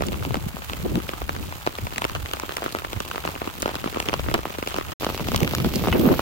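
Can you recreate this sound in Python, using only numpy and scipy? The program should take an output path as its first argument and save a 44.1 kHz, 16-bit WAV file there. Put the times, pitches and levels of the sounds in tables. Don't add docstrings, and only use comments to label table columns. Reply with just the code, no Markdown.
import sys
import numpy as np
from scipy import signal
from scipy.fft import rfft, irfft, next_fast_len
from scipy.io import wavfile
from scipy.ndimage import uniform_filter1d

SR = 44100
rng = np.random.default_rng(int(sys.argv[2]) if len(sys.argv) > 2 else 0)


def generate_wav(signal):
    frames = np.transpose(np.atleast_2d(signal))
    scaled = np.clip(frames, -1, 1) * 32767
    pcm = np.round(scaled).astype(np.int16)
    wavfile.write(sys.argv[1], SR, pcm)


N = 273850

TIME = np.arange(N) / SR
GRAIN = np.arange(2048) / SR
FIRST = int(0.004 * SR)
DROPOUT_START_S, DROPOUT_END_S = 4.9341, 4.9994
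LAG_EARLY_MS, LAG_LATE_MS, LAG_SCATTER_MS = 0.43, 0.12, 0.18


def undb(db):
    return 10 ** (np.asarray(db) / 20)


def unit(x):
    return x / np.sqrt(np.mean(x ** 2))


def colour(x, points, causal=False):
    size = next_fast_len(x.shape[-1] + 512, True) // 2 * 2
    hz, db = np.transpose(points)
    f = np.maximum(np.arange(size // 2 + 1) * SR / size, 1)
    gain = undb(np.interp(np.log(f), np.log(hz), db))
    if causal:
        cepstrum = irfft(np.log(gain))
        cepstrum[1:size // 2] *= 2
        cepstrum[size // 2 + 1:] = 0
        gain = np.exp(rfft(cepstrum))
    return irfft(rfft(x, size) * gain)[..., :x.shape[-1]]


def walk(rate):
    hold = int(SR / rate)
    held = np.repeat(rng.standard_normal(N // hold + 1), hold)
    smooth = uniform_filter1d(uniform_filter1d(held, hold), hold)
    return unit(smooth[:N])


def pair(likeness):
    mid, side = rng.standard_normal((2, N))
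    c = np.clip(likeness, -1, 1)
    opposite = np.array([[1], [-1]])
    return (np.sqrt(1 + c) * mid + np.sqrt(1 - c) * side * opposite) / np.sqrt(2)


def struck(grains):
    return grains / np.sqrt(np.mean(grains[:, :FIRST] ** 2, axis=1, keepdims=True))


def burst(count, points, decay_s, scatter=0):
    noise = rng.standard_normal((count, len(GRAIN))) * np.exp(-GRAIN / decay_s)
    speeds = np.exp(scatter * rng.standard_normal(count))
    grains = colour(noise, points, causal=True)
    shifted = [np.interp(GRAIN * speed, GRAIN, grain, right=0) for grain, speed in zip(grains, speeds)]
    return struck(np.array(shifted))


def crack(count, points, decay_s, tilt_db=2.0, bump_db=5.5, bump_hz=2900, bump_octaves=0.35):
    fade = np.exp(-GRAIN / decay_s)
    noise = rng.standard_normal((count, len(GRAIN)))
    tilt, centre = rng.standard_normal((count, 2)).T[:, :, None]
    spectra = rfft(noise * fade)
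    f = np.arange(spectra.shape[1]) * SR / len(GRAIN)
    octaves = np.log2(np.maximum(f, bump_hz / 4) / bump_hz)
    bump = np.exp(-((octaves - centre / 2) / bump_octaves) ** 2)
    db = tilt_db * tilt * octaves + bump_db * bump
    even = spectra / np.abs(spectra) ** 0.6
    ticks = irfft(even * undb(db)) * fade ** 0.2
    return struck(colour(ticks, points, causal=True))


def place(grains, times, db, lag_ms):
    out = np.zeros((2, N + 2 * len(GRAIN)))
    for grain, t, gain, lag_s in zip(grains, times, undb(db), lag_ms / 1000):
        for side, late_s in enumerate((max(-lag_s, 0), max(lag_s, 0))):
            i = int(np.clip((t + late_s) * SR, 0, N))
            out[side, i:i + len(grain)] += gain * grain
    return out[:, :N]


def road(early_db=-41, late_db=-39.5, rate=2000, spread_db=6.5, grain_db=1, flicker_db=2.5,
         sizzle_db=-39.5, swell_s=6.04, swell_width_s=0.097, swell_db=7.5):
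    # (f/Hz, level/dB)
    early_colour, late_colour = [(290, -4.5), (500, -5), (578, 1), (677, -1.5), (829, 1.5), (1250, 1),
                                 (1890, -3.5), (2750, -1.5), (5830, -9), (6640, -5.5), (8370, -9),
                                 (11000, -11), (12400, -6.5), (14300, -6.5), (15800, -6)], [(350, -30), (600, -12), (1010, -5), (1160, -38),
                                                     (1320, -23), (1490, -7), (1710, -8), (2750, -3.5),
                                                     (4690, -7), (8020, -14), (11000, -19), (14300, -58),
                                                     (22000, -120)]
    # (f/Hz, level/dB)
    sizzle_colour = [(7000, -57), (11000, -7), (12400, 5.5), (15500, 3.5)]
    size, draw = rng.standard_normal((2, N)), rng.random((2, N))
    sizes = undb(spread_db * np.minimum(size, 2.5))
    clicks = (draw < rate / SR) * sizes * rng.choice([-1, 1], (2, N))
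    fizz = pair(0) + undb(grain_db) * unit(clicks)
    fizz = fizz * undb(flicker_db * walk(200))
    early = unit(colour(fizz, early_colour, causal=True)) * undb(early_db)
    late = unit(colour(fizz, late_colour, causal=True)) * undb(late_db)
    swell = np.exp(-((TIME - swell_s) / swell_width_s) ** 2 / 2)
    sizzle = unit(colour(fizz, sizzle_colour)) * undb(sizzle_db + swell_db * swell)
    return np.where(TIME < DROPOUT_END_S, early, late + sizzle)


def near_splashes(stray_db=-40, spread_db=1.0):
    # (t/s, level over the first 4 ms/dB before the port colour, centre f/Hz,
    # decay of the source noise/s, lag of the right microphone/ms)
    single_splashes = [(0.066, -31.5, 6550, 0.004, -0.4), (1.981, -28, 7100, 0.00079, 0.5),
                       (2.335, -24.5, 3200, 0.00079, 0.16), (2.3984, -30.5, 6500, 0.00056, 0.26),
                       (2.5682, -39, 8200, 0.0008, 0.36), (2.7225, -31.5, 4300, 0.0048, -0.69),
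                       (3.261, -37, 6600, 0.0022, 0), (3.6016, -36, 10100, 0.00081, 0),
                       (3.621, -23, 6260, 0.0033, -0.23), (4.0003, -28.5, 7000, 0.0035, 0.1),
                       (4.683, -33, 3560, 0.014, -0.38), (5.361, -17, 2970, 0.0014, .05),
                       (5.431, -46, 2360, 0.0012, 0), (5.7572, -21.5, 4800, 0.0038, -0.051),
                       (5.995, -29.5, 3300, 0.0021, 0), (6.145, -37, 3940, .0015, 0)]
    # (f/Hz, level/dB)
    stray_colour = [(600, -18), (2700, 11), (4500, 4.5), (7000, -4.5), (10000, 1), (15000, 6.5)]
    times, db, hz, decay_s, lag_ms = np.transpose(single_splashes)
    grains = []
    for f, decay in zip(hz, decay_s):
        points = [(f / 5, -18), (f * 0.75, -9), (f, 0), (f * 1.25, -9), (16000, -13)]
        grains.append(crack(1, points, decay, tilt_db=0, bump_db=0)[0])
    single = place(grains, times, db, lag_ms)
    times = rng.uniform(0, N / SR, size=170)
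    db = stray_db + spread_db * rng.standard_normal(len(times))
    db = db + 4 * (times > DROPOUT_END_S)
    lag_ms = rng.uniform(-0.48, 0.48, len(times))
    stray = place(crack(len(times), stray_colour, decay_s=0.0012), times, db, lag_ms)
    return single + stray


def ports(x):
    # (f/Hz, left minus right level/dB)
    port_balance = [(500, 9.5), (1300, -2.5), (2500, -3), (4400, -5), (7000, -0.5), (10500, -1),
                    (12500, -4), (15500, -5)]
    hz, db = np.transpose(port_balance)
    return np.array([colour(side, np.c_[hz, sign * db / 2]) for side, sign in zip(x, (1, -1))])


def wind(rumble_db=5.0, flutter_db=-2, turbulence_db=4.5, buffet_db=-21, unrest_db=1.0,
         rumble_limit_db=-36, flutter_onset_db=-40.5, flutter_growth=0.4):
    # (t/s, level/dB)
    breeze = [(0, -35.5), (.34, -38.5), (.5, -41.5), (.62, -45.5), (.93, -35), (1.13, -45), (1.45, -38.5),
              (1.68, -50), (2.12, -43), (2.38, -48.5), (3.85, -43.5), (4.32, -37), (4.53, -46.5),
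              (5.17, -40), (5.36, -32), (5.75, -32), (6.05, -28), (6.21, -33)]
    # (f/Hz, level/dB)
    rumble_colour, flutter_colour, buffet_colour = [(15, -34), (30, -4), (50, 4.5), (72, 7.5), (110, 0.5),
                                                    (170, -6.5), (300, -39), (800, -39.5)], [(60, -31), (140, 3), (230, 0),
                                                                    (360, -4), (520, -11), (800, -21),
                                                                    (1500, -47), (4000, -47)], [(250, -9), (550, 3),
                                                                                     (900, -26),
                                                                                     (1500, -17),
                                                                                     (2500, -2),
                                                                                     (6000, -26)]
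    low_db = np.interp(TIME, *np.transpose(breeze)) + unrest_db * walk(24.93)
    high_db = low_db + flutter_growth * (low_db - flutter_onset_db)
    likeness = np.interp(TIME, [4.8, 5.3], [0.1, 0.35])
    rumble_level_db = np.minimum(low_db, rumble_limit_db) + rumble_db
    rumble = unit(colour(pair(likeness / 2), rumble_colour)) * undb(rumble_level_db)
    flutter_level_db = high_db + flutter_db + turbulence_db * walk(60)
    flutter = unit(colour(pair(likeness), flutter_colour)) * undb(flutter_level_db)
    eddies = undb(4 * walk(180))
    buffet = unit(colour(pair(0), buffet_colour) * eddies) * undb(high_db + buffet_db)
    return rumble + flutter + buffet


def puffs(wander=0.2612, roughness_db=4.5, hiss_db=-8.5, breakup_db=5.0, stop_share=0.66):
    # (t/s, eddy level at the peak/dB, mid eddy f/Hz, width of the build-up/s,
    # left minus right level/dB, likeness of the microphones/0-1)
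    gusts = [(0.018, -35, 213, 0.0072, -2, 0), (0.138, -42, 149, 0.03, 2, 0.2),
             (0.228, -25, 110, 0.0082, 1, 0.7), (0.274, -32.5, 200, 0.014, 3, 0.65),
             (0.317, -29, 127, 0.015, 6, 0.2), (0.371, -27.5, 224, 0.013, 3, .4),
             (0.447, -28, 99.3, 0.0088, 1, 0.36), (0.47, -20, 169.2, 0.0035, -2, 0.75),
             (0.552, -32.5, 162, 0.0094, 2, 0), (0.803, -22, 140, 0.0057, 1, 0.6),
             (.835, -27, 110, .012, 0, 0.7), (0.861, -20.5, 275, 0.013, -0.5, 0.04),
             (0.883, -31, 75, 0.015, 4, 0.6), (0.959, -24.5, 150, 0.015, 3, 0.65),
             (0.977, -25, 290, 0.018, 2, 0.66), (1.248, -27.5, 66, 0.028, 6, 0.4),
             (1.416, -37, 278, 0.018, 0, 0.1), (1.458, -34.5, 80, 0.035, 4, 0.05),
             (1.847, -26, 85, 0.025, 3, 0.05), (2.175, -32, 80, 0.044, -1, 0.2),
             (2.238, -29, 66, 0.02, -3, 0.8), (2.969, -25.5, 83, 0.015, -10, 0.5),
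             (4.269, -32.5, 70, 0.066, 14, .3), (5.355, -29.5, 192, 0.035, 12, 0.6),
             (5.41, -32.5, 290, 0.012, -9, 0), (5.465, -33, 150, .016, 0, 0),
             (5.615, -27, 115, 0.038, -1, 0.9), (5.707, -34, 73, 0.049, 2, 1),
             (5.831, -24, 125, 0.022, -5, 0.08), (5.922, -18, 85, 0.0063, 2, 0.75),
             (5.964, -15, 355, 0.015, -0.5, 0.06), (6.011, -18.5, 260, 0.017, 1.5, 0.02),
             (6.053, -17, 300, 0.014, -7, 0.37), (6.075, -16.5, 290, 0.016, -2, 1),
             (6.122, -19, 390, 0.029, 2.5, 0.3)]
    out, span = np.zeros((2, N)), int(0.2 * SR)
    for t, db, hz, width_s, pan_db, likeness in gusts:
        near = slice(max(int(t * SR) - span, 0), int(t * SR) + span)
        age, cycle = TIME[near] - t, int(SR / hz)
        noise = rng.standard_normal((8, 2 * span))[:, :len(age)]
        sway = unit(uniform_filter1d(uniform_filter1d(noise[:6], cycle), cycle))
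        phase = 2 * np.pi * np.cumsum(hz * np.exp(wander * sway[:3]), axis=1) / SR
        trains = unit(np.sin(phase) * undb(roughness_db * sway[3:]))
        shared = np.clip(likeness, 0, 1)
        eddies = np.sqrt(shared) * trains[0] + np.sqrt(1 - shared) * trains[1:]
        rush = noise[6:] * undb(breakup_db * np.clip(eddies, -2, 2))
        rush_colour = [(hz / 4, -8), (hz * 1.5, 0), (hz * 4.5, -13), (hz * 10, -31), (hz * 30, -60)]
        hiss = unit(colour(rush, rush_colour))
        swell = np.exp(-(age / (width_s * np.where(age < 0, 1, stop_share))) ** 2 / 2)
        sides_db = db + np.array([[pan_db], [-pan_db]]) / 2
        out[:, near] += (eddies + undb(hiss_db) * hiss) * swell * undb(sides_db)
    return out


def droplets(rate=130, spread_db=5.0, early_db=-46, late_db=-43.5, low_hz=900, step=1.46, fall_db=-1.46):
    out = 0
    for k in range(5):
        size, draw = rng.standard_normal(N), rng.random(N)
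        clicks = (draw < rate / 2 / SR) * undb(spread_db * np.minimum(size, 2))
        hz = low_hz * step ** k
        band = [(hz / 4, -20), (hz * 0.7, -5), (hz, 0), (hz * 1.4, -7), (hz * 4, -26)]
        ticks = unit(colour(clicks, band, causal=True))
        lag = int(rng.uniform(0, 2 * LAG_EARLY_MS) * SR / 1000)
        out = out + undb(fall_db * k) * np.array([ticks, np.roll(ticks, lag)])
    return unit(out) * undb(np.where(TIME < DROPOUT_END_S, early_db, late_db))


def rib_ping(time_s=5.9268, level_db=-18.5, rattle=0.94):
    # (f/Hz, relative level/dB, time to fall 60 dB/s)
    rib_modes = [(1070, -1, 0.062), (1470, 3.5, 0.032), (2020, 4, 0.037), (2213, -1, 0.042),
                 (2622, 1, 0.072), (2930, 3, 0.058), (3230, -19, .07)]
    hz, db, t60 = np.transpose(rib_modes)[:, :, None]
    jitter = rng.standard_normal((2, len(hz), len(GRAIN)))
    phase = rattle * np.cumsum(jitter, axis=2) / np.sqrt(FIRST)
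    modes = undb(db - 60 * GRAIN / t60) * np.sin(2 * np.pi * hz * GRAIN + phase)
    ring = struck(np.sum(modes, axis=1))
    return np.array([place([side], [time_s], [level_db], np.zeros(1))[0] for side in ring])


def cloth_lag(times, bearing):
    middle_ms = np.where(times < DROPOUT_END_S, LAG_EARLY_MS, LAG_LATE_MS)
    return middle_ms + LAG_SCATTER_MS * bearing


def travel(grains, delay_s):
    f = np.arange(len(GRAIN) // 2 + 1) * SR / len(GRAIN)
    return irfft(rfft(grains) * np.exp(-4j * np.pi * delay_s[:, None] * np.sqrt(1000 * f)))


def cloth_hits(times, db, hz, wet_db, lag_ms, first_swing=0.22, swings=2.54, contact_s=0.00024,
               sag_db=-33.0, sag_s=0.0085, spray_db=-1, ring_db=-18, ring_s=0.015, rib_db=-12,
               lead_db=-17, panel_db=-14, panel_s=0.0025, travel_s=0.0008055):
    # (f/Hz, level/dB)
    spray_colour, ring_colour = [(500, -6), (1300, 1), (1900, 3.5), (2900, 4.5), (4000, -1), (7000, -6),
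                                 (10000, -13), (15000, -11)], [(60, -29), (150, 5), (350, 6.5), (700, -11), (1250, 9),
                                                (1900, -3), (2700, 1), (4500, -6), (9000, -38)]
    count = len(times)
    slack, weight, tension, reach, turn, spread = rng.standard_normal((count, 6)).T
    age = GRAIN * hz[:, None] / first_swing
    sag = undb(sag_db + 4.9 * weight[:, None]) * np.exp(-GRAIN / sag_s)
    fade = np.exp(-age / (swings * np.exp(0.27 * slack[:, None]))) + sag
    contact = 1 - np.exp(-GRAIN / contact_s)
    snap = struck(np.sin(np.pi * np.sqrt(age)) * fade * contact)
    note = 0.85 * hz * np.exp(0.1 * tension)
    panel = struck(np.sin(2 * np.pi * note[:, None] * GRAIN) * np.exp(-GRAIN / panel_s))
    thud = travel(snap + undb(panel_db) * panel, travel_s * np.exp(0.3435 * reach))
    spray = crack(count, spray_colour, decay_s=0.0012) * undb(spray_db + wet_db[:, None])
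    direct = place(thud + spray, times, db, lag_ms)
    lead_times = times - 0.001595 * np.exp(0.31 * spread)
    lead = place(panel + spray, lead_times, db + lead_db, lag_ms)
    rib_times = times + 0.002208 * np.exp(0.5 * reach)
    rib = place(-snap, rib_times, db + rib_db, lag_ms + 0.57 * turn)
    shiver = undb(ring_db + 2 * spread[:, None]) * (1 - np.exp(-GRAIN / 0.000057))
    ring = []
    for side in range(2):
        grains = burst(count, ring_colour, ring_s, scatter=0.22) * shiver
        ring.append(place(grains, times, db, lag_ms)[side])
    return direct + lead + rib + np.array(ring)


def umbrella(single_db=-6.0, spread_db=4, largest_db=7, small_hz=1350, pitch_scatter=0.29,
             fall_per_db=0.17, small_spray_db=-4, spatter_s=0.014):
    # (t/s, level/dB before the single_db trim, nominal f of the first swing/Hz,
    # spray relative to the drop/dB before the spray trim)
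    single_drops = [(0.0072, -14.5, 760, -23), (0.021, -12, 930, -12), (0.0359, -18, 940, -23),
                    (0.0847, -27, 1160, 7), (0.12, -20, 774, -13), (0.1298, -20, 724, -5),
                    (0.142, -23, 1000, -6), (0.225, -21.5, 1110, -14), (0.25, -20, 1166, -6),
                    (0.26, -31, 1290, 3.5), (0.307, -18.5, 880, -24), (0.3427, -11.5, 960, -10),
                    (0.355, -19, 890, -10), (0.369, -24, 830.0, -5), (0.5677, -22.5, 990, -27),
                    (0.62, -27, 1160, -4), (0.697, -21, 1530, -4.5), (0.7336, -20.5, 1100, 0),
                    (0.955, -15.5, 710, -6), (1.001, -22, 560, -24), (1.0914, -16, 800, -7),
                    (1.1343, -17.5, 646, -35), (1.217, -17.5, 940, -26), (1.2925, -13.5, 1300, -14),
                    (1.35, -31, 1250, 3), (1.364, -22.5, 1160, -3), (1.524, -22, 1460, -7),
                    (1.665, -14, 1160, -7), (1.6729, -7.5, 780, -18), (1.707, -31, 1310, -9),
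                    (1.753, -30.5, 1720, 5), (1.7856, -17.5, 1250, -28), (1.8684, -20, 1150, -8),
                    (1.924, -22.5, 960, -12), (1.96, -26.5, 1350, 5), (1.9808, -16.5, 1390, 1.5),
                    (2.019, -13.5, 1300, -15), (2.0424, -16.5, 920, 2), (2.05, -11.5, 820, -7),
                    (2.0964, -21.5, 1360, -6), (2.1506, -18.5, 1180, -1), (2.157, -23, 1130, -11),
                    (2.162, -21, 1100, -11), (2.259, -26, 1200, 3), (2.313, -26, 1320, 2),
                    (2.369, -25, 1180, -4), (2.3345, -15, 990, -6), (2.398, -21.5, 1080, -2),
                    (2.434, -16.5, 790, -18), (2.4928, -19, 1140, -8), (2.507, -23, 1200, -7),
                    (2.521, -25, 1310, 3), (2.568, -15, 1230, -0.5), (2.582, -21, 1060.0, -19),
                    (2.621, -17, 1000, -9), (2.629, -18.5, 970, -15), (2.6407, -21, 1000, -2),
                    (2.6614, -12.5, 870, -29), (2.68, -25, 1340, -7), (2.7488, -12.5, 746, -10),
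                    (2.759, -25, 1060, -8), (2.768, -24, 960, -6), (2.787, -22.5, 980, -1.5),
                    (2.82, -24, 1190, -12), (2.8472, -16.5, 1210, -11), (2.931, -19.5, 780.0, -1.5),
                    (3.0028, -15.5, 774, -3), (3.1129, -19, 1640, -3.5), (3.14, -28, 800, -14),
                    (3.147, -24, 1050, -17), (3.158, -19, 785, -6.5), (3.1794, -17, 940, -22),
                    (3.239, -22, 1100, -13), (3.2505, -14.5, 1100, -19), (3.275, -13.5, 1000, -16),
                    (3.289, -20.5, 870, -23), (3.297, -33, 1000, -14), (3.36, -21, 780, -23),
                    (3.4161, -15, 860, -18), (3.474, -14, 620, -22), (3.6273, -12, 840, -31),
                    (3.6581, -9.5, 670, -11.5), (3.678, -14, 810, -10), (3.691, -17.5, 990, -4),
                    (3.743, -22.5, 1330, -5.5), (3.754, -18, 970, -0.5), (3.841, -15.5, 720, -23),
                    (3.8591, -14.5, 516, -30), (3.875, -18.5, 840, -8), (3.9604, -16.5, 590, -24),
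                    (3.9703, -13, 626, -16), (3.984, -28, 1400, 1), (4.001, -16.5, 1200, 1),
                    (4.046, -35, 745, -13), (4.066, -31, 940, -19), (4.0865, -13, 690, -1),
                    (4.0947, -17.5, 1020, -3.5), (4.13, -12.5, 840, -12), (4.139, -13, 1050, -0.5),
                    (4.194, -17, 800, -4), (4.262, -21, 1080, -22), (4.285, -12, 720, -17),
                    (4.3128, -16.5, 975, -12), (4.3412, -10, 716, -2.5), (4.3449, -7.5, 820, -25),
                    (4.351, -14.5, 1140, -18), (4.378, -23, 740, -8), (4.3896, -16, 620, -29),
                    (4.454, -14.5, 960, -19), (4.499, -26.5, 1330, -8), (4.549, -24, 960, -10),
                    (4.5846, -16.5, 686, -10.5), (4.626, -15, 710, -10), (4.6737, -14, 775, -2.5),
                    (4.713, -25, 1100, -9), (4.7423, -18, 1020, -4), (4.763, -18, 1230, -4),
                    (4.7846, -11, 760, -21), (4.811, -18.5, 1090, -20), (4.919, -25, 1570, -1),
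                    (5.009, -22.5, 750, -23), (5.022, -19, 675, -18), (5.038, -22, 750, -17),
                    (5.0314, -16, 647, -25), (5.0456, -18, 800, 2), (5.066, -11, 560, -15),
                    (5.09, -17, 710, -19), (5.1, -16, 726, -25), (5.146, -19.5, 880, -6),
                    (5.177, -24, 1300, 2), (5.196, -19, 800, -9), (5.205, -21, 860, -15),
                    (5.271, -24, 1710, -3), (5.2852, -12.5, 560, -5), (5.318, -16.5, 724, -3.5),
                    (5.3453, -10.5, 1230, -4), (5.377, -26, 900, 5), (5.4043, -19.5, 1090, 2),
                    (5.4145, -18, 640.0, -17), (5.4314, -26, 1370, 12), (5.4472, -25, 950, 6),
                    (5.476, -27, 1400, 12), (5.5105, -30, 1140, 10), (5.5349, -13, 470, -8),
                    (5.55, -26, 980, 14.5), (5.583, -23, 626, 2), (5.601, -26.5, 1150, 7.5),
                    (5.6455, -11.5, 580, -9.5), (5.737, -22, 750, -2), (5.7935, -20, 640, -13),
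                    (5.838, -16, 960, -23), (5.8463, -17.5, 695, -22), (5.857, -20, 965, -22),
                    (5.8718, -9.5, 420, -30), (5.8838, -14, 740, -7), (5.927, -19.5, 1540, -14),
                    (6.055, -16, 705, -15), (6.084, -21, 1250, -16), (6.0886, -13, 1020, -24),
                    (6.116, -17, 990, -19), (6.12, -18, 900, -21), (6.1281, -24, 1100, -10),
                    (6.1398, -20, 1090, -15), (6.193, -8.5, 656, -9.5)]
    # (t/s, level of a typical small drop/dB before the canopy colour)
    patter = [(.25, -58), (.6, -46), (2.2, -41.5), (4.8, -36), (5.3, -40.5)]
    times, db, hz, wet_db = np.transpose(single_drops)
    lag_ms = cloth_lag(times, rng.standard_normal(len(times)))
    single = cloth_hits(times, db + single_db, hz, wet_db, lag_ms)
    spatter = times + spatter_s * rng.exponential(size=len(times))
    times = np.concatenate([rng.uniform(0, N / SR, size=460), spatter])
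    size, pitch, wet, bearing = rng.standard_normal((len(times), 4)).T
    size_db = np.minimum(spread_db * size, largest_db)
    db = size_db + np.interp(times, *np.transpose(patter))
    hz = small_hz * np.exp(pitch_scatter * pitch - fall_per_db * size_db)
    small = cloth_hits(times, db, hz, small_spray_db + 4 * wet, cloth_lag(times, bearing),
                       sag_db=-38, ring_db=-14.5, panel_db=-15)
    return single + small


def scene():
    # (f/Hz, level/dB)
    canopy = [(250, 0.5), (360, 1), (450, -1), (600, 0), (830, -1), (1250, 3), (1650, -2.5), (2700, 1),
              (3800, -0.5), (5500, -0.5)]
    overhead = colour(umbrella(), canopy, causal=True) + droplets() + rib_ping()
    return overhead + ports(road() + near_splashes()) + wind() + puffs()


def record(dry):
    live = (TIME < DROPOUT_START_S) | (TIME > DROPOUT_END_S)
    top_cut = signal.ellip(10, 0.2, 70, 15900, fs=SR, output="sos")
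    return signal.sosfilt(top_cut, np.clip(dry, -1, 1) * live)


dry = scene()
out = record(dry)
generate_wav(out)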